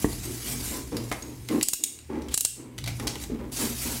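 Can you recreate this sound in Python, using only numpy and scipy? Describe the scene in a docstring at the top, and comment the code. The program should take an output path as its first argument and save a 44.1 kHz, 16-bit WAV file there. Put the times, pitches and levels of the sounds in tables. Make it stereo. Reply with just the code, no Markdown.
"""A parcel in bubble wrap slides round on a wooden desk in a small room: the film crinkles, the desk is
bumped and rumbles. Dull thumps, like distant footsteps, sound in the room throughout. A utility knife is
picked up with light plastic taps. Its slider snaps from notch to notch, four clicks out (1.6 s) and four
back in (2.3 s), while a low hum sinks. The knife clatters in among pens at the back of the desk (2.8 s);
then the parcel is pulled close again (3.5 s)."""
import sys
import numpy as np
from scipy import signal
from scipy.fft import rfft, irfft
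from scipy.io import wavfile
from scipy.ndimage import uniform_filter1d, minimum_filter1d

SR = 44100
rng = np.random.default_rng(int(sys.argv[2]) if len(sys.argv) > 2 else 0)


def int16_out(signal):
    """Quantize to a 16-bit WAV file."""
    q = np.round(np.clip(np.atleast_2d(signal).T, -1, 1) * 32767)
    wavfile.write(sys.argv[1], SR, q.astype(np.int16))


N = 176400
T = np.arange(N) / SR

# plastic contact spectrum (frequency [Hz], gain [dB])
PLASTIC_SPECTRUM = [(500, -7.5), (1500, -5.5), (2700, -1), (3700, 2), (5200, -1.5), (8000, -1.5),
                    (12000, -6), (16000, -13)]


def undb(db):
    """Decibels to gain."""
    return 10 ** (np.asarray(db) / 20)


def unit(x):
    """Scale to rms 1."""
    return x / np.sqrt(np.mean(x ** 2))


def curve(rows, col=1):
    """Table column, interpolated linearly over time."""
    rows = np.array(rows)
    return np.interp(T, rows[:, 0], rows[:, col])


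def pan(left_db):
    """Stereo gains for a left-over-right level."""
    return undb(np.array([[left_db], [-left_db]]) / 2)


def butter(order, hz, kind="low"):
    """Butterworth sections."""
    return signal.butter(order, hz, kind, fs=SR, output="sos")


def convolve(x, response):
    """Convolution, cut to N samples."""
    return signal.fftconvolve(np.atleast_2d(x), np.atleast_2d(response), axes=1)[:, :N]


def colour(x, points, size=8192):
    """Minimum-phase filter of unit energy, shaped by (Hz, dB) points."""
    hz, db = np.array(points).T
    shape_db = np.interp(np.log(np.linspace(1, SR / 2, size // 2 + 1)), np.log(hz), db)
    cepstrum = irfft(np.log(undb(shape_db)))
    cepstrum[1:size // 2] *= 2
    cepstrum[size // 2 + 1:] = 0
    response = irfft(np.exp(rfft(cepstrum)))
    return convolve(x, response / np.linalg.norm(response))


def resonate(x, hz, width_hz):
    """One resonance; keeps the power of white noise."""
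    b, a = signal.iirpeak(hz, hz / width_hz, fs=SR)
    return signal.lfilter(b, a, x + 1e-18) * np.sqrt(SR / (np.pi * width_hz))


def noise(width):
    """Stereo noise; width = side / mid."""
    mid, side = rng.standard_normal((2, N))
    return unit(np.array([mid + width * side, mid - width * side]))


def drift(step_s):
    """Random curve, spread near 1."""
    return np.interp(T / step_s, np.arange(N), rng.standard_normal(N))


def burst(start_s, rise_s, hold_s, decay_s):
    """Envelope: linear rise, hold, exponential decay."""
    out = np.zeros(N)
    first, last = np.searchsorted(T, [start_s, start_s + rise_s + hold_s + 10 * decay_s])
    t = T[first:last] - start_s
    out[first:last] = np.clip(t / rise_s, 0, 1) * np.exp(-np.maximum(t - rise_s - hold_s, 0) / decay_s)
    return out


def grains(per_s, spread_db):
    """Random impulses, mostly small, a few large."""
    size = undb(spread_db * np.minimum(rng.exponential(size=N), 2 * np.pi))
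    return unit((rng.random(N) < per_s / SR) * size * rng.choice([-1, 1], N))


def room(x, wet_db):
    """Add a small room's diffuse tail: treble dies first, bass is mono."""
    mono_hz, gap_s = 258, 0.0031
    t = T[:SR // 2]
    tail = 0
    for band_hz, decay_s in (((30, 1500), 0.058), ((1500, 10000), 0.055), ((10000, 20000), 0.043)):
        band = signal.sosfilt(butter(2, band_hz, "band"), rng.standard_normal((2, len(t))))
        tail = tail + band * np.exp(-t / decay_s)
    mid, side = tail[0], signal.sosfilt(butter(2, mono_hz, "high"), tail[1])
    onset = np.clip(t / gap_s - 1, 0, 1)
    tail = unit(np.array([mid + side, mid - side]) * onset) / np.sqrt(len(t))
    return x + undb(wet_db) * convolve(x, tail)


def bubble_wrap():
    """Many tiny creases and a few large ones snap in the sliding film; moving folds shift the colour."""
    # rubbing of wrap and sleeve (time [s], level [dB])
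    rub_levels = [(0, -35), (.025, -31), (.08, -43), (.112, -34.5), (.2, -42.5), (.242, -33), (.28, -40),
                  (.31, -35), (.405, -38), (.49, -28), (.57, -35), (.755, -31.5), (.86, -47.5),
                  (1.05, -43.5), (1.2, -48), (1.47, -50.5), (1.52, -39), (1.6, -40.5), (1.7, -56.5),
                  (2.7, -62), (2.83, -61), (2.9, -59), (2.97, -44.5), (3.11, -48), (3.17, -48),
                  (3.23, -33.5), (3.28, -69), (3.512, -59), (3.521, -34.5), (3.55, -32), (3.615, -24.5),
                  (3.745, -36.5), (3.8, -31), (3.84, -25), (3.88, -30.5), (3.925, -30), (4, -37)]
    # film crinkle (frequency [Hz], gain [dB])
    film_spectrum = [(300, -6.5), (700, -5.5), (1400, -7), (2200, -4), (3300, -5), (5000, -1.5),
                     (8500, 0.5), (12000, -2), (16000, -7.5)]
    drift_db, flutter_db = 3, 2
    creases = np.array([grains(per_s=7000, spread_db=2) for _ in range(2)])
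    pops = undb(-14) * grains(per_s=70, spread_db=2)
    spectrum = rfft(colour(creases + pops, film_spectrum))
    hz = np.linspace(0, SR / 2, N // 2 + 1)
    band = np.round(9 * np.log2(np.maximum(hz, 1000) / 1000))  # ninth-octaves above 1 kHz
    film = sum(irfft(spectrum * (band == k), N) * undb(drift_db * drift(0.025)) for k in np.unique(band))
    level_db = curve(rub_levels) + flutter_db * drift(0.0086)
    return room(pan(1.5) * unit(film) * undb(level_db), wet_db=-5.5)


def desk_rumble():
    """The desk rumbles and booms under the hands; midway a low hum sinks."""
    # rumble envelope (time [s], relative level [dB])
    rumble_levels = [(0, -36), (.2, -34.5), (.4, -45), (.6, -37), (1.05, -41.5), (1.55, -45.5), (1.68, -62),
                     (1.95, -59), (2.3, -39.5), (2.55, -67), (2.8, -39.5), (3.15, -38.5), (3.6, -39.5),
                     (4, -40.5)]
    # rumble spectrum (frequency [Hz], gain [dB])
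    rumble_spectrum = [(20, -51), (34, -39), (45, -1), (64, 1.5), (85, -5), (105, -14.5), (170, -14),
                       (300, -11), (700, -45.5)]
    # lowest strong desk resonance (time [s], relative level [dB])
    boom_levels = [(0, -67), (.28, -33.5), (.42, -45.5), (.55, -32.5), (.75, -47.5), (1.02, -32.5),
                   (1.2, -45), (1.58, -38), (1.68, -60), (2.76, -45.5), (2.87, -28.5), (3.06, -36.5),
                   (3.2, -47), (3.6, -42.5), (4, -39.5)]
    # sinking hum (time [s], pitch [Hz], relative level [dB])
    hum_glide = [(1.9, 82.5, -57), (2.08, 76.8, -43), (2.18, 74.7, -37.5), (2.33, 67.8, -34.5),
                 (2.38, 66, -44), (2.6, 61.7, -50)]
    boom_hz, boom_width_hz = 120.5, 8.2
    deep = undb(curve(rumble_levels)) * unit(colour(noise(0.1), rumble_spectrum))
    ring = np.exp(-np.pi * boom_width_hz * T) * np.sin(2 * np.pi * boom_hz * T)
    swing = signal.hilbert(convolve(rng.standard_normal(N), ring))
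    evened = swing.real / (abs(swing) + 1e-9) ** 0.75  # envelope compressed 4:1
    boom = undb(curve(boom_levels)) * unit(evened)
    hum_phase = 2 * np.pi * np.cumsum(curve(hum_glide)) / SR
    hum_on = (T > hum_glide[0][0]) * (T < hum_glide[-1][0])
    hum = undb(curve(hum_glide, col=2)) * np.sin(hum_phase) * hum_on
    return pan(1.4) * (deep + boom + hum) * undb(-2)


def room_air():
    """Faint steady noise of the room."""
    # air spectrum (frequency [Hz], gain [dB])
    air_spectrum = [(30, -15), (70, -20), (300, 7.5), (600, -2), (1500, -8), (2200, 0.5), (4000, -12),
                    (9000, -49), (16000, -70)]
    return undb(-57) * unit(colour(noise(1.0), air_spectrum))


def desk_bumps():
    """Parcel and arm hit the desk: a crack plus its modes. Soft, long contacts drive only low modes."""
    # bumps (time [s], push level [dB], contact [s], crack level [dB])
    bumps = [(.0447, -10, .0008, -22), (2.782, -27, .006, -55), (2.848, -29, .006, -55),
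             (.968, -27, .004, -45), (1.1145, -25, .001, -40), (3.301, -30, .0015, -60),
             (3.319, -25, .002, -60), (3.348, -26, .002, -60)]
    # desk modes (frequency [Hz], gain [dB], decay [s])
    modes = [(62.4, -52, .07), (122.6, -25, 0.26), (231, -20, 0.023), (306, 1, 0.0053), (427, -2, 0.0047),
             (672, -9, 0.0024), (900, -4, 0.0017), (1100, -6, 0.0021), (1950, 0.5, 0.0024)]
    # contact crack (frequency [Hz], gain [dB])
    crack_spectrum = [(200, -9), (1000, -1), (1450, 1), (2000, 1), (2600, -12), (5000, -27)]
    push, crack = 0, 0
    for start_s, db, contact_s, crack_db in bumps:
        pulse = np.sin(np.pi * np.clip((T - start_s) / contact_s, 0, 1)) ** 2
        push = push + undb(db) * pulse / pulse.sum()
        crack = crack + undb(crack_db) * burst(start_s, 0.00042, 0, 0.0021)
    t = T[:SR // 2]
    ring = sum(undb(db) * np.exp(-t / decay_s) * np.sin(2 * np.pi * hz * t) for hz, db, decay_s in modes)
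    thud = pan(2.9) * convolve(push, -ring)
    return room(thud + colour(crack * noise(0.63), crack_spectrum), wet_db=-6)


def dull_thumps():
    """Muffled thumps in the room, like distant footsteps, each with a low and an upper resonance."""
    # thumps (time [s], relative level [dB], rise [s], hold [s], decay [s],
    # low resonance [Hz], its gain [dB], upper resonance [Hz], brightness [dB])
    thumps = [(0.236, -36, 0.027, 0.038, 0.064, 319, 2.5, 960, -7),
              (0.433, -40, 0.012, 0.14, 0.17, 245, -3.5, 950, 1.5),
              (0.699, -36.5, 0.024, 0.033, 0.045, 280, 0, 1002, 8.5),
              (0.915, -30.5, 0.012, 0.024, 0.08, 317, -2, 470, 6),
              (1.213, -42.5, 0.022, 0.065, 0.11, 302, -0.5, 940, 5),
              (1.491, -24.5, 0.019, 0.068, 0.022, 312, -2, 1053, 0.5),
              (1.781, -44.5, 0.015, 0.041, 0.1, 310, 0.5, 950, -17),
              (2.091, -28, 0.014, 0.051, 0.097, 268, -4.5, 843, 2),
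              (2.553, -42, 0.029, 0.043, 0.16, 257, -2.5, 942, 2),
              (2.982, -34, 0.021, 0.045, 0.11, 278, -3, 815, 7.5),
              (3.296, -30.5, 0.005, 0.042, 0.074, 260, -3, 545, -16),
              (3.39, -38, 0.013, 0.024, 0.064, 370, -2.5, 953, 7),
              (3.583, -31, 0.008, 0.052, 0.052, 231, 4.5, 940, 6),
              (3.843, -35.5, 0.018, 0.044, 0.043, 239, 0.5, 940, 5.5)]
    # thump spectrum (frequency [Hz], gain [dB])
    thump_spectrum = [(70, -46.5), (160, -12), (225, 0.5), (305, 1.5), (350, -3), (410, -3), (560, -14.5),
                      (680, -26), (820, -19.5), (920, -20.5), (1040, -22.5), (1500, -33.5), (2200, -30.5),
                      (4000, -65)]
    stereo_width, split_hz, width_hz = 0.41, 560, 29.8
    mid, side, drive = (grains(per_s=900, spread_db=1.5) for _ in range(3))
    body = colour(np.array([mid + stereo_width * side, mid - stereo_width * side]), thump_spectrum)
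    dull = signal.sosfiltfilt(butter(3, split_hz), body)
    out = 0
    for start_s, db, rise_s, hold_s, decay_s, low_hz, low_db, upper_hz, bright_db in thumps:
        envelope = undb(db) * burst(start_s, rise_s, hold_s, decay_s)
        low = undb(low_db) * resonate(envelope * drive, low_hz, width_hz)
        upper = undb(bright_db - 18.5) * resonate(envelope * drive, upper_hz, width_hz)
        out = out + envelope * (dull + undb(bright_db) * (body - dull)) + low + upper
    return room(pan(1.4) * out, wet_db=-5) * undb(-3)


def plastic_taps():
    """Knife and pens tap: tick, ring and hollow body. The blade pings once as the knife is lifted."""
    # taps (time [s], level [dB], decay [s], body level [dB], ring [Hz])
    taps = [(0.9673, -25, 0.004, -33, 4830), (1.1145, -27.5, 0.0077, -20.5, 1150),
            (1.1247, -27.5, 0.0021, -41, 9050), (1.2225, -34, 0.0034, -52, 8300),
            (1.487, -26, 0.0035, -50, 2140), (1.611, -19.5, 0.0015, -46, 2260),
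            (1.9882, -35.5, .002, -66, 8250), (2.2192, -38.5, 0.0036, -57, 5430),
            (2.284, -36.5, 0.0074, -49, 2960), (2.78, -31, 0.0039, -45, 2980),
            (2.7858, -28, 0.0017, -36, 3000), (2.8403, -28, 0.0031, -38, 3870),
            (2.86, -33, 0.012, -41, 4300), (2.875, -28.5, 0.013, -35, 2350),
            (2.9974, -29, 0.0045, -30, 2020), (3.07, -22, 0.0024, -34, 4930),
            (3.0724, -21, 0.0022, -31, 5540), (3.078, -16, 0.0016, -44, 5190),
            (3.155, -31, 0.0037, -32, 2850), (3.237, -32, 0.0044, -42, 7600)]
    # hollow body (frequency [Hz], gain [dB])
    body_spectrum = [(200, -29), (480, -4), (680, -1.5), (900, -2.5), (1200, -6.5), (1700, -10), (2200, -6),
                     (3500, -25), (9000, -36)]
    ping_s, ping_hz = 1.2252, 6640
    contact = noise(0.69)
    tick, ring, body = np.zeros((3, 2, N))
    for start_s, db, decay_s, body_db, ring_hz in taps:
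        force = undb(db) * burst(start_s, 0.00061, 0, decay_s)
        tick += force
        ring += undb(-2) * resonate(force * contact, ring_hz, width_hz=450)
        body += undb(body_db) * burst(start_s, 0.00039, 0, decay_s)
    ping = undb(-27.5) * burst(ping_s, 0.0021, 0, 0.0038) * np.sin(2 * np.pi * ping_hz * T)
    bright = colour(tick * noise(1.0), PLASTIC_SPECTRUM) + ring + ping
    hollow = colour(body * noise(1.1), body_spectrum)
    return room(pan(2.1) * bright + hollow, wet_db=-5.5)


def ratchet():
    """The slider's spring rides a tooth and snaps into a notch; the blade rattles and rings."""
    # clicks (time [s], level [dB], snap length [s], handle knock [dB], treble [dB], pan left [dB],
    # blade ring [Hz], ring gain [dB], second ring [Hz])
    clicks = [(1.629, -1.5, 0.002, -12, -2, 1, 7970, 2, 4860),
              (1.6852, -4.5, 0.001, -11.5, 2.5, 1, 6880, -0.5, 11900),
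              (1.7333, -6, 0.0017, -14, 2.5, 1, 7700, -4, 9600),
              (1.8379, -6, 0.0016, -25, 0, 1.5, 6740, -5, 8400),
              (2.3418, -3.5, 0.0027, -7.5, -4, 1.5, 8700, 1, 7350),
              (2.376, -8, 0.00223, -15.5, 4.5, 2.5, 9910, 3.5, 7160),
              (2.4075, -9, 0.0015, -18, 6, -0.5, 10100, -3, 8600),
              (2.449, -4.5, 0.0013, -12.5, 0.5, 1, 8080, 0, 5410)]
    # knife body (frequency [Hz], gain [dB])
    knife_spectrum = [(400, -48), (1800, -21.5), (2450, -15.5), (2800, -4), (3200, -11.5), (3900, -5.5),
                      (4500, -6.5), (5000, -4.5), (5650, -3), (6200, -3), (7000, 0), (8300, 3), (9600, 0),
                      (10600, -4), (12300, -5), (15500, -11.5)]
    # handle knock (frequency [Hz], gain [dB])
    handle_spectrum = [(100, 3.5), (400, -0.5), (1000, -1), (1800, 2.5), (3000, -17), (8000, -7)]
    slide_rise_s = 0.0017
    snap, ring, knock = np.zeros((3, 2, N))
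    chatter = np.sign(noise(0.6))
    low = signal.sosfiltfilt(butter(2, hz=10500), chatter)
    for start_s, db, length_s, knock_db, treble_db, pan_db, ring_hz, ring_db, second_hz in clicks:
        t = T - start_s
        strength = undb(db) * pan(pan_db)
        slide = undb(-14) * np.exp(-abs(t) / slide_rise_s) * (t < 0)
        strike = burst(start_s, 0.00032, length_s, 0.00095)
        rattle = undb(-9.5) * burst(start_s + length_s, 0.002, 0, 0.004)
        snap += strength * (slide + strike + rattle) * (low + undb(treble_db) * (chatter - low))
        blade = np.sin(2 * np.pi * ring_hz * t) + undb(-3) * np.sin(2 * np.pi * second_hz * t)
        ring += strength * undb(ring_db) * burst(start_s, 0.00079, 0, 0.0009) * blade
        knock += undb(knock_db) * burst(start_s, 0.00019, 0, 0.0012)
    knife = room(colour(snap, knife_spectrum) + ring, wet_db=-9)
    return knife + colour(knock * np.sign(noise(0.27)), handle_spectrum)


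def slider_scrape():
    """The thumb drags the slider in its track before the blade goes back."""
    drag = undb(-38) * burst(start_s=2.305, rise_s=0.0095, hold_s=0.032, decay_s=0.003)
    friction = np.array([grains(per_s=3000, spread_db=3.6) for _ in range(2)])
    return room(colour(drag * friction, PLASTIC_SPECTRUM), wet_db=-5.5)


def reflect(x):
    """Add first reflections from desk and monitor."""
    # reflections (left delay [s], right delay [s], gain [dB])
    echoes = [(.0013, 0.0015, -17.5), (.0031, 0.0025, -14), (.0078, 0.0075, -15)]
    out = x
    for *delays_s, db in echoes:
        delayed = [np.pad(side, (int(delay_s * SR), 0))[:N] for side, delay_s in zip(x, delays_s)]
        out = out + undb(db) * np.array(delayed)
    return out


def from_left(x):
    """Near sounds arrive later and slightly duller on the right."""
    # far-side response (frequency [Hz], gain [dB])
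    far_side = [(2000, 0.82), (5000, 0.27), (13000, -1.7)]
    lag_s = 0.0003
    points_hz, db = np.array(far_side).T
    hz = np.linspace(1, SR / 2, N // 2 + 1)
    gain = undb(np.interp(np.log(hz), np.log(points_hz), db))
    right = irfft(rfft(x[1]) * gain, N)
    return np.array([x[0], np.pad(right, (int(lag_s * SR), 0))[:N]])


def limit(x):
    """Fast limiter: a loud click ducks everything, then the gain creeps back."""
    threshold_db, release_db_per_s, lookahead_s = -1, 40.5, 0.00031
    size = 2 * int(lookahead_s * SR) + 1
    over_db = np.maximum(20 * np.log10(abs(x).max(axis=0) + 1e-9) - threshold_db, 0)
    held_db = np.maximum.accumulate(over_db + release_db_per_s * T) - release_db_per_s * T
    return x * undb(uniform_filter1d(minimum_filter1d(-held_db, size), size))


def scene():
    """Knife, pens and wrap near left, over desk sounds, thumps and room air."""
    near = from_left(reflect(ratchet() + slider_scrape() + plastic_taps() + bubble_wrap()))
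    return near + desk_bumps() + dull_thumps() + desk_rumble() + room_air()


def record(dry):
    """Limit the peaks, trim 1 dB, cut the lowest bass and the top."""
    low_hz, top_hz = 36, 15800
    wet = signal.sosfilt(butter(5, low_hz, "high"), undb(-1) * limit(dry))
    return signal.sosfilt(signal.ellip(10, 0.2, 70, top_hz, fs=SR, output="sos"), wet)


dry = scene()
out = record(dry)
int16_out(out)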